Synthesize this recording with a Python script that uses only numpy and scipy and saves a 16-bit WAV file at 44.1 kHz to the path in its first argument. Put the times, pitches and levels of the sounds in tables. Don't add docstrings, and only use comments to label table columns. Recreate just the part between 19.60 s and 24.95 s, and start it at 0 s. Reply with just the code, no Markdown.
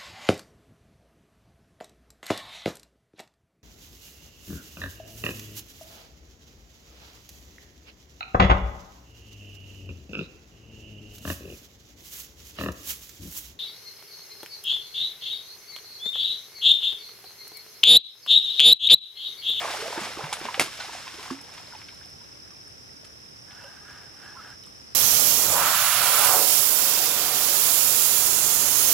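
import sys
import numpy as np
from scipy import signal
from scipy.fft import rfft, irfft, next_fast_len
from scipy.io import wavfile

SR = 44100
rng = np.random.default_rng(int(sys.argv[2]) if len(sys.argv) > 2 else 0)


def master(y):
    cut = np.clip(np.atleast_2d(y).T, -1, 1)
    pcm = np.round(cut * 32767)
    wavfile.write(sys.argv[1], SR, pcm.astype(np.int16))


N = 235916
TIME = np.arange(N) / SR


def from_db(db):
    return 10 ** (np.asarray(db) / 20)


def rms_one(x):
    return x / np.sqrt(np.mean(x ** 2) + 1e-20)


def in_time(rows):
    seconds, *columns = np.transpose(rows)
    return [np.interp(TIME, seconds, column) for column in columns]


def at_hz(points, hz, axis=1):
    points = np.array(points)
    return np.interp(np.log(hz), np.log(points[:, 0]), points[:, axis])


def drift(rate_hz):
    step = 40
    r = np.exp(-2 * np.pi * rate_hz * step / SR)
    noise = rng.standard_normal(N // step + 2002)
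    slow = signal.lfilter([1], [1, -2 * r, r * r], noise)[2000:]
    return np.interp(np.arange(N) / step, np.arange(len(slow)), rms_one(slow))


def resonance(x, hz, width_hz):
    r = np.exp(-np.pi * width_hz / SR)
    feedback = [1, -2 * r * np.cos(2 * np.pi * hz / SR), r * r]
    return signal.lfilter([(1 - r * r) / 2, 0, (r * r - 1) / 2], feedback, x)


def coloured(x, spectrum):
    hz = np.fft.rfftfreq(N, 1 / SR) + 1
    return rms_one(irfft(rfft(x) * from_db(at_hz(spectrum, hz)), N))


def add(out, start, sound):
    i = round(start * SR)
    out[i:i + len(sound)] += sound[:N - i]


def held(start, length, attack, release):
    rising = (TIME - start) / attack
    falling = 1 - (TIME - start - length) / release
    return np.clip(np.minimum(rising, falling), 0, 1)


# frequency in Hz, relative level in dB.
NIGHT_SPECTRUM = [(25, -25), (55, -5.5), (115, 1), (160, -3), (400, -5), (800, -11), (1600, -11.5),
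                  (3200, -15.5), (4600, -17.5), (7000, -21), (10500, -24), (13000, -29), (16000, -29)]
# frequency in Hz, likeness from -1 (opposite) to 1 (same).
NIGHT_LIKENESS = [(60, 0.88), (150, 0.31), (380, -0.16), (950, -0.48), (2380, -0.31), (5980, -0.082),
                  (15000, -0.18)]
NIGHT_DB = -51


def night():
    hz = np.fft.rfftfreq(N, 1 / SR) + 1
    alike = np.clip(at_hz(NIGHT_LIKENESS, hz), -1, 1)
    mid, side = rfft(rng.standard_normal((2, N))) * from_db(at_hz(NIGHT_SPECTRUM, hz))
    pair = irfft(np.sqrt(1 + alike) * mid + np.sqrt(1 - alike) * side * [[1], [-1]], N)
    return from_db(NIGHT_DB) * rms_one(pair) * from_db([[-.7], [.7]])


# pitch in Hz, width of its wandering in Hz, level in dB.
INSECT_CHORUS = [(5020, 200, -62), (5228, 16, -58), (5262, 60, -58), (5336, 30, -59), (5600, 160, -66),
                 (5742, 30, -65), (5823, 50, -65), (5915, 30, -69), (10500, 120, -77)]
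TRILL_PER_S = 37.35


def insects():
    turn = 2 * np.pi * TRILL_PER_S * TIME
    pulsing = 1 + .33 * np.cos(turn + 1.8) + .2 * np.cos(3 * turn + 3.0)
    out = np.zeros((2, N))
    for hz, width_hz, level_db in INSECT_CHORUS:
        pitch = hz + .5 * width_hz * drift(40.37)
        near = np.sqrt(2) * np.sin(2 * np.pi * np.cumsum(pitch) / SR)
        noise = rng.standard_normal((2, N))
        far = resonance(resonance(noise, hz, width_hz + 40), hz, 2.0 * width_hz + 40)
        out += from_db(level_db) * (near * pulsing + 1.22 * rms_one(far))
    out[1] = np.roll(out[1], 1)
    return out * from_db(0.11 * drift(2.5)) * from_db([[-1.1], [.1]])


# start in seconds, length in seconds, whirr level in dB.
REEL_WHIRRS = [(3.842, 0.29, -50), (4.17, 0.26, -50.5), (4.437, 0.21, -57), (4.583, 0.315, -50.5)]
# frequency in Hz, width in Hz, relative level in dB.
HOUSING_MODES = [(830, 55, 0), (982, 40, -3.5), (1230, 120, -0.5), (1500, 210, 7), (1640, 30, 0),
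                 (2070, 180, -15), (2660, 230, -6), (3300, 130, -27)]
# start in seconds, length in seconds, first pitch in Hz, last pitch in Hz, level in dB.
GEAR_SQUEALS = [(3.954, 0.027, 1496, 1505, -55), (4.042, 0.073, 1533, 1640, -51),
                (4.199, 0.077, 1050, 1460, -58), (4.266, .1, 1517, 1850, -59),
                (4.403, 0.057, 1650, 1673, -54), (4.65, 0.098, 1650, 1677, -48),
                (4.747, 0.038, 984, 1020, -47.5), (4.767, .035, 1316, 1310, -44),
                (4.804, 0.021, 1400, 1620, -47), (4.843, 0.046, 1320, 1330, -54),
                (4.897, 0.035, 1400, 1645, -52)]
WHIRR_ATTACK_S, WHIRR_RELEASE_S, SQUEAL_EDGE_S = 0.11, 0.09, 0.0069


def reel():
    whirr = np.zeros(N)
    for start, length, level_db in REEL_WHIRRS:
        whirr += from_db(level_db) * held(start, length, WHIRR_ATTACK_S, WHIRR_RELEASE_S)
    rub = rng.standard_normal(N) * from_db(1.0 * drift(66))
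    housing = np.zeros(N)
    for hz, width_hz, level_db in HOUSING_MODES:
        housing += from_db(level_db + 2.5 * drift(8)) * rms_one(resonance(rub, hz, width_hz))
    waver_hz = 30 * drift(94)
    hoarse = 0.85 + 0.36 * drift(45)
    whine = np.zeros(N)
    for start, length, first_hz, last_hz, level_db in GEAR_SQUEALS:
        pitch = np.interp(TIME, [start, start + length], [first_hz, last_hz]) + waver_hz
        tone = np.sin(2 * np.pi * np.cumsum(pitch) / SR)
        whine += from_db(level_db) * held(start, length, SQUEAL_EDGE_S, SQUEAL_EDGE_S) * tone
    return (whirr * rms_one(housing) + hoarse * whine) * from_db([[-1.2], [1.2]])


# frequency in Hz, left minus right in dB,
# lead of the left in radians, level of the scattered echoes in dB.
MICROPHONES = [(98, -4, 0.12, 2), (396, -4, 0.38, -23), (900, -2, 0.38, -12), (2730, 0.5, 0.61, -10),
               (6800, 0, 0.96, -9.5), (9400, -4, 1.27, -1.5), (16000, 0, 3.1, -3)]


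def microphone_pair(x):
    size = next_fast_len(N + SR // 4)
    hz = np.fft.rfftfreq(size, 1 / SR) + 1
    t = np.arange(SR // 5) / SR
    half = from_db(at_hz(MICROPHONES, hz, axis=1) / 2) * np.exp(.5j * at_hz(MICROPHONES, hz, axis=2))
    direct = np.array([half, 1 / half])
    echoes = rng.standard_normal((2, len(t))) * from_db(-60 * t / 0.17)
    echoes = echoes / np.linalg.norm(echoes, axis=1, keepdims=True)
    scattered = from_db(at_hz(MICROPHONES, hz, axis=3)) * rfft(echoes, size)
    return irfft(rfft(x, size) * (direct + scattered), size)[:, :N]


def water_ring(level_db, hz, t60, rise, rough=0.):
    t = np.arange(int(1.2 * t60 * SR) + 8) / SR
    swell = 1 - np.exp(-t * hz / 0.42)
    waver = 1 + rough * np.interp(t * hz / 3, np.arange(60), rng.standard_normal(60))
    tone = np.sin(2 * np.pi * hz * (t + rise * t * t / 2))
    return from_db(level_db - 60 * t / t60) * swell * waver * tone


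# start in seconds, level in dB, first pitch in Hz, time to fall 60 dB in seconds.
WATER_RINGS = [(0.024, -38, 470, 0.061), (.047, -19.5, 662, 0.045), (0.086, -34, 570, 0.048),
               (.105, -28, 680, 0.048), (.19, -37, 422, 0.18), (.224, -28, 444, 0.13),
               (.258, -26, 650, 0.097), (0.28, -21, 530, 0.02), (.303, -26, 463, 0.036),
               (.332, -28, 624, 0.031), (.376, -26.5, 331, 0.072), (0.413, -34, 207, 0.081),
               (.573, -24.5, 348, 0.027), (0.591, -29, 440, 0.053), (.636, -31, 145, 0.09),
               (0.7262, -18.5, 870, 0.02), (0.812, -27.5, 340, 0.027), (0.846, -38, 234, 0.11),
               (.886, -21, 980, .04), (.909, -25, 1010, 0.019), (.944, -33.5, 776, 0.12),
               (.977, -24.5, 526, 0.036), (0.995, -16.5, 397, 0.022), (.997, -28, 225, 0.1),
               (.9962, -6, 2500, .006), (.997, 0, 2150, .005), (1.007, -19, 510, 0.029),
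               (1.014, -27, 380, 0.013), (1.079, -34.5, 1116, 0.053), (1.19, -34.5, 650, .037),
               (1.203, -30.5, 1462, 0.096), (1.206, -30, 4120, .039), (1.245, -34, 770, 0.035),
               (1.285, -41, 406, 0.044), (1.294, -31, 944, 0.039), (1.35, -28, 734, 0.03),
               (1.469, -35.5, 1050, 0.047), (1.479, -27, 2600, 0.013), (1.54, -42.5, 334, 0.086),
               (1.583, -38.5, 410, 0.12), (1.594, -34, 1020, 0.038), (1.656, -41, 1020, 0.11),
               (1.704, -23.5, 1130, 0.017), (1.71, -25.5, 258, .19), (1.71, -26, 336, 0.083),
               (1.835, -50, 462, .19), (1.885, -49, 897, 0.049), (1.976, -37, 959, 0.066),
               (2.07, -41.5, 4100, .04), (2.08, -49, 605, 0.087), (2.124, -35, 1440, 0.034),
               (2.135, -38.5, 952, 0.062), (2.15, -35, 860, 0.053), (2.188, -38, 4630, .023),
               (2.217, -39.5, 2400, .015), (2.292, -41, 2320, .02), (2.355, -46, 4000, .027),
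               (2.413, -40, 1660, 0.026), (2.46, -47.5, 714, 0.043), (3.077, -46, 1630, .02),
               (3.433, -45.5, 600, 0.036), (4.042, -45.5, 543, 0.2), (4.042, -41, 2930, 0.027),
               (5.038, -46, 3040, 0.065), (5.07, -44, 1200, 0.017)]
# start in seconds, level in dB.
BRIGHT_TICKS = [(0.407, -34.5), (.7926, -36), (1.813, -41), (2.3461, -48), (2.4588, -48), (2.4998, -46),
                (3.0784, -47), (3.452, -45), (4.0417, -48), (4.9013, -49.5), (5.0357, -48.5), (5.064, -45)]
RING_RISE_PER_S = 1.16
DRIPS_FROM_S, DRIPS_THIN_S = 1.75, 0.41
DRIP_DB, DRIP_SPREAD_DB, DRIP_CYCLES = -52, 2, 54
TICK_HZ, TICK_WIDTH_HZ = 8800, 3600


def rings_and_ticks():
    out = np.zeros(N)
    for start, level_db, hz, t60 in WATER_RINGS:
        add(out, start, water_ring(level_db, hz, t60, RING_RISE_PER_S, rough=.22))
    for when, size, pitch in rng.random((60, 3)):
        start = DRIPS_FROM_S - DRIPS_THIN_S * np.log(when)
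        hz = 900 * 5 ** pitch
        level_db = DRIP_DB - DRIP_SPREAD_DB * np.log(size + 0.15)
        if start < N / SR:
            add(out, start, water_ring(level_db, hz, DRIP_CYCLES / hz, RING_RISE_PER_S))
    t = np.arange(SR // 20) / SR
    for start, level_db in BRIGHT_TICKS:
        burst = rms_one(resonance(rng.standard_normal(len(t)), TICK_HZ, TICK_WIDTH_HZ))
        add(out, start, from_db(level_db - 60 * t / 0.012) * burst)
    return out


# frequency in Hz, relative level in dB.
SPRAY_SPECTRUM = [(530, -33), (900, -8), (1470, 3), (1770, 1.5), (5350, -3.5), (9530, -14), (14900, -22),
                  (16000, -35)]


def patter():
    falls = rng.random(N) < 6000 / SR
    size_db = 1.3 * np.minimum(rng.exponential(1, N), 4)
    drops = falls * rng.standard_normal(N) * from_db(size_db)
    rush = .6 * rng.standard_normal(N)
    return coloured(rms_one(drops) + rush, SPRAY_SPECTRUM) * from_db(1.2 * drift(25))


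# time in seconds, gurgle level in dB, spray level in dB.
CALMING = [(0, -35.5, -37.5), (.14, -39, -36), (.28, -42.5, -38), (.36, -39.5, -39), (.44, -41.5, -37),
           (.54, -46.5, -43), (.62, -38.5, -43.5), (.74, -47, -44), (.86, -46, -43), (.97, -46, -44),
           (1.09, -60, -43.5), (1.26, -48.5, -42.5), (1.44, -57.5, -45.5), (1.67, -48.5, -43),
           (1.8, -62, -55.5), (1.96, -56, -49.5), (2.22, -68.5, -54), (3.0, -72, -73)]
# frequency in Hz, relative level in dB.
GURGLE_SPECTRUM = [(88, -45), (150, -49), (209, -12), (260, -20), (626, -2), (907, 0), (4000, -15),
                   (5200, -28), (8800, -120)]


def churn():
    gurgle_db, spray_db = in_time(CALMING)
    end = CALMING[-1][0]
    crowd = np.zeros(N)
    for when, size, pitch, cycles in rng.random((5000, 4)):
        hz = 250 * 16 ** pitch
        level_db = -3.5 * np.log(size + 0.0098)
        add(crowd, when * end, water_ring(level_db, hz, (6.3 + 18 * cycles) / hz, 4.0))
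    brighter = rms_one(signal.lfilter([1, -.9], [1], crowd))
    gurgle = coloured(brighter + .3 * rng.standard_normal(N), GURGLE_SPECTRUM)
    fade = np.clip((end + .3 - TIME) / .3, 0, 1)
    near = from_db(gurgle_db) * gurgle + from_db(spray_db) * patter()
    high_pass = signal.butter(1, 4000, "high", fs=SR, output="sos")
    around = signal.sosfilt(high_pass, [patter(), patter()])
    return near * fade, from_db(spray_db - 1.0) * around * fade


# start in seconds, crack level in dB, low edge in Hz,
# high edge in Hz, time for the wash to fall 60 dB in seconds.
SLAPS_AND_CLICKS = [(0.017, -25, 895, 3340, 0.11), (0.373, -31, 200, 2500, 0.7),
                    (.64, -27, 704, 2960, 0.093), (0.7279, -19.5, 780, 10200, 0.092),
                    (0.813, -28, 250, 2440, .07), (.853, -26.5, 200, 3480, 0.12),
                    (.887, -32, 500, 3000, 0.088), (.9425, -24, 900, 3700, .08),
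                    (.996, -11, 200, 12500, .1), (1.006, -17, 302, 7700, .23),
                    (1.013, -37, 200, 2000, 0.027), (1.2, -30.5, 810, 6340, 0.25),
                    (1.33, -35, 590, 8000, 0.45), (1.4779, -31, 890, 5000, 0.097),
                    (1.629, -36, 1490, 11000, 0.058), (1.706, -37, 590, 8050, 0.29),
                    (1.708, -31.5, 500, 6000, 0.033), (1.789, -43, 1000, 4000, 0.072),
                    (1.938, -39, 1000, 11000, 0.057), (1.98, -41, 1500, 5000, .07),
                    (2.15, -42, 1500, 4000, .05), (2.216, -42.5, 700, 2960, 0.069),
                    (2.284, -40, 1830, 4500, 0.11), (2.291, -48, 1300, 4000, .08),
                    (2.429, -48, 1500, 4000, 0.065), (2.64, -54, 1500, 5000, .08),
                    (2.905, -48, 900, 5000, .06), (3.445, -46.5, 1180, 8000, .09),
                    (3.908, -47, 1500, 4000, 0.1), (3.95, -48, 3000, 5000, .05),
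                    (5.036, -48, 2950, 4140, 0.16)]
WEAK_CRACK_DB = -44.5
WASH_DB, WASH_LOSS_PER_DB = -3.5, 0.12
CRACK_T60_S, CRACK_ATTACK_S = 0.0066, 0.00043


def slaps_and_clicks():
    out = np.zeros(N)
    t = np.arange(SR // 4) / SR
    lumps = from_db(2.6 * drift(140))
    for start, crack_db, low_hz, high_hz, t60 in SLAPS_AND_CLICKS:
        hard_db = max(crack_db - WEAK_CRACK_DB, 0)
        band = signal.butter(3, [low_hz, high_hz], "band", fs=SR, output="sos")
        noise = signal.sosfilt(band, rng.standard_normal(len(t)))
        noise = signal.lfilter([1], [1, -.6], noise)
        crack = from_db(-60 * t / CRACK_T60_S)
        wash = from_db(WASH_DB - WASH_LOSS_PER_DB * hard_db - 60 * t / t60)
        wash = wash * lumps[round(start * SR):][:len(t)]
        attack = 1 - np.exp(-t / CRACK_ATTACK_S)
        add(out, start, from_db(crack_db) * rms_one(noise) * (crack + wash) * attack)
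    return out


def scene():
    near, around = churn()
    water = microphone_pair(near + slaps_and_clicks() + rings_and_ticks())
    return water + around + reel() + insects() + night()


def record(dry):
    low_pass = signal.cheby2(14, 60, 16150, fs=SR, output="sos")
    return signal.sosfilt(low_pass, np.clip(dry, -1, 1))


dry = scene()
out = record(dry)
master(out)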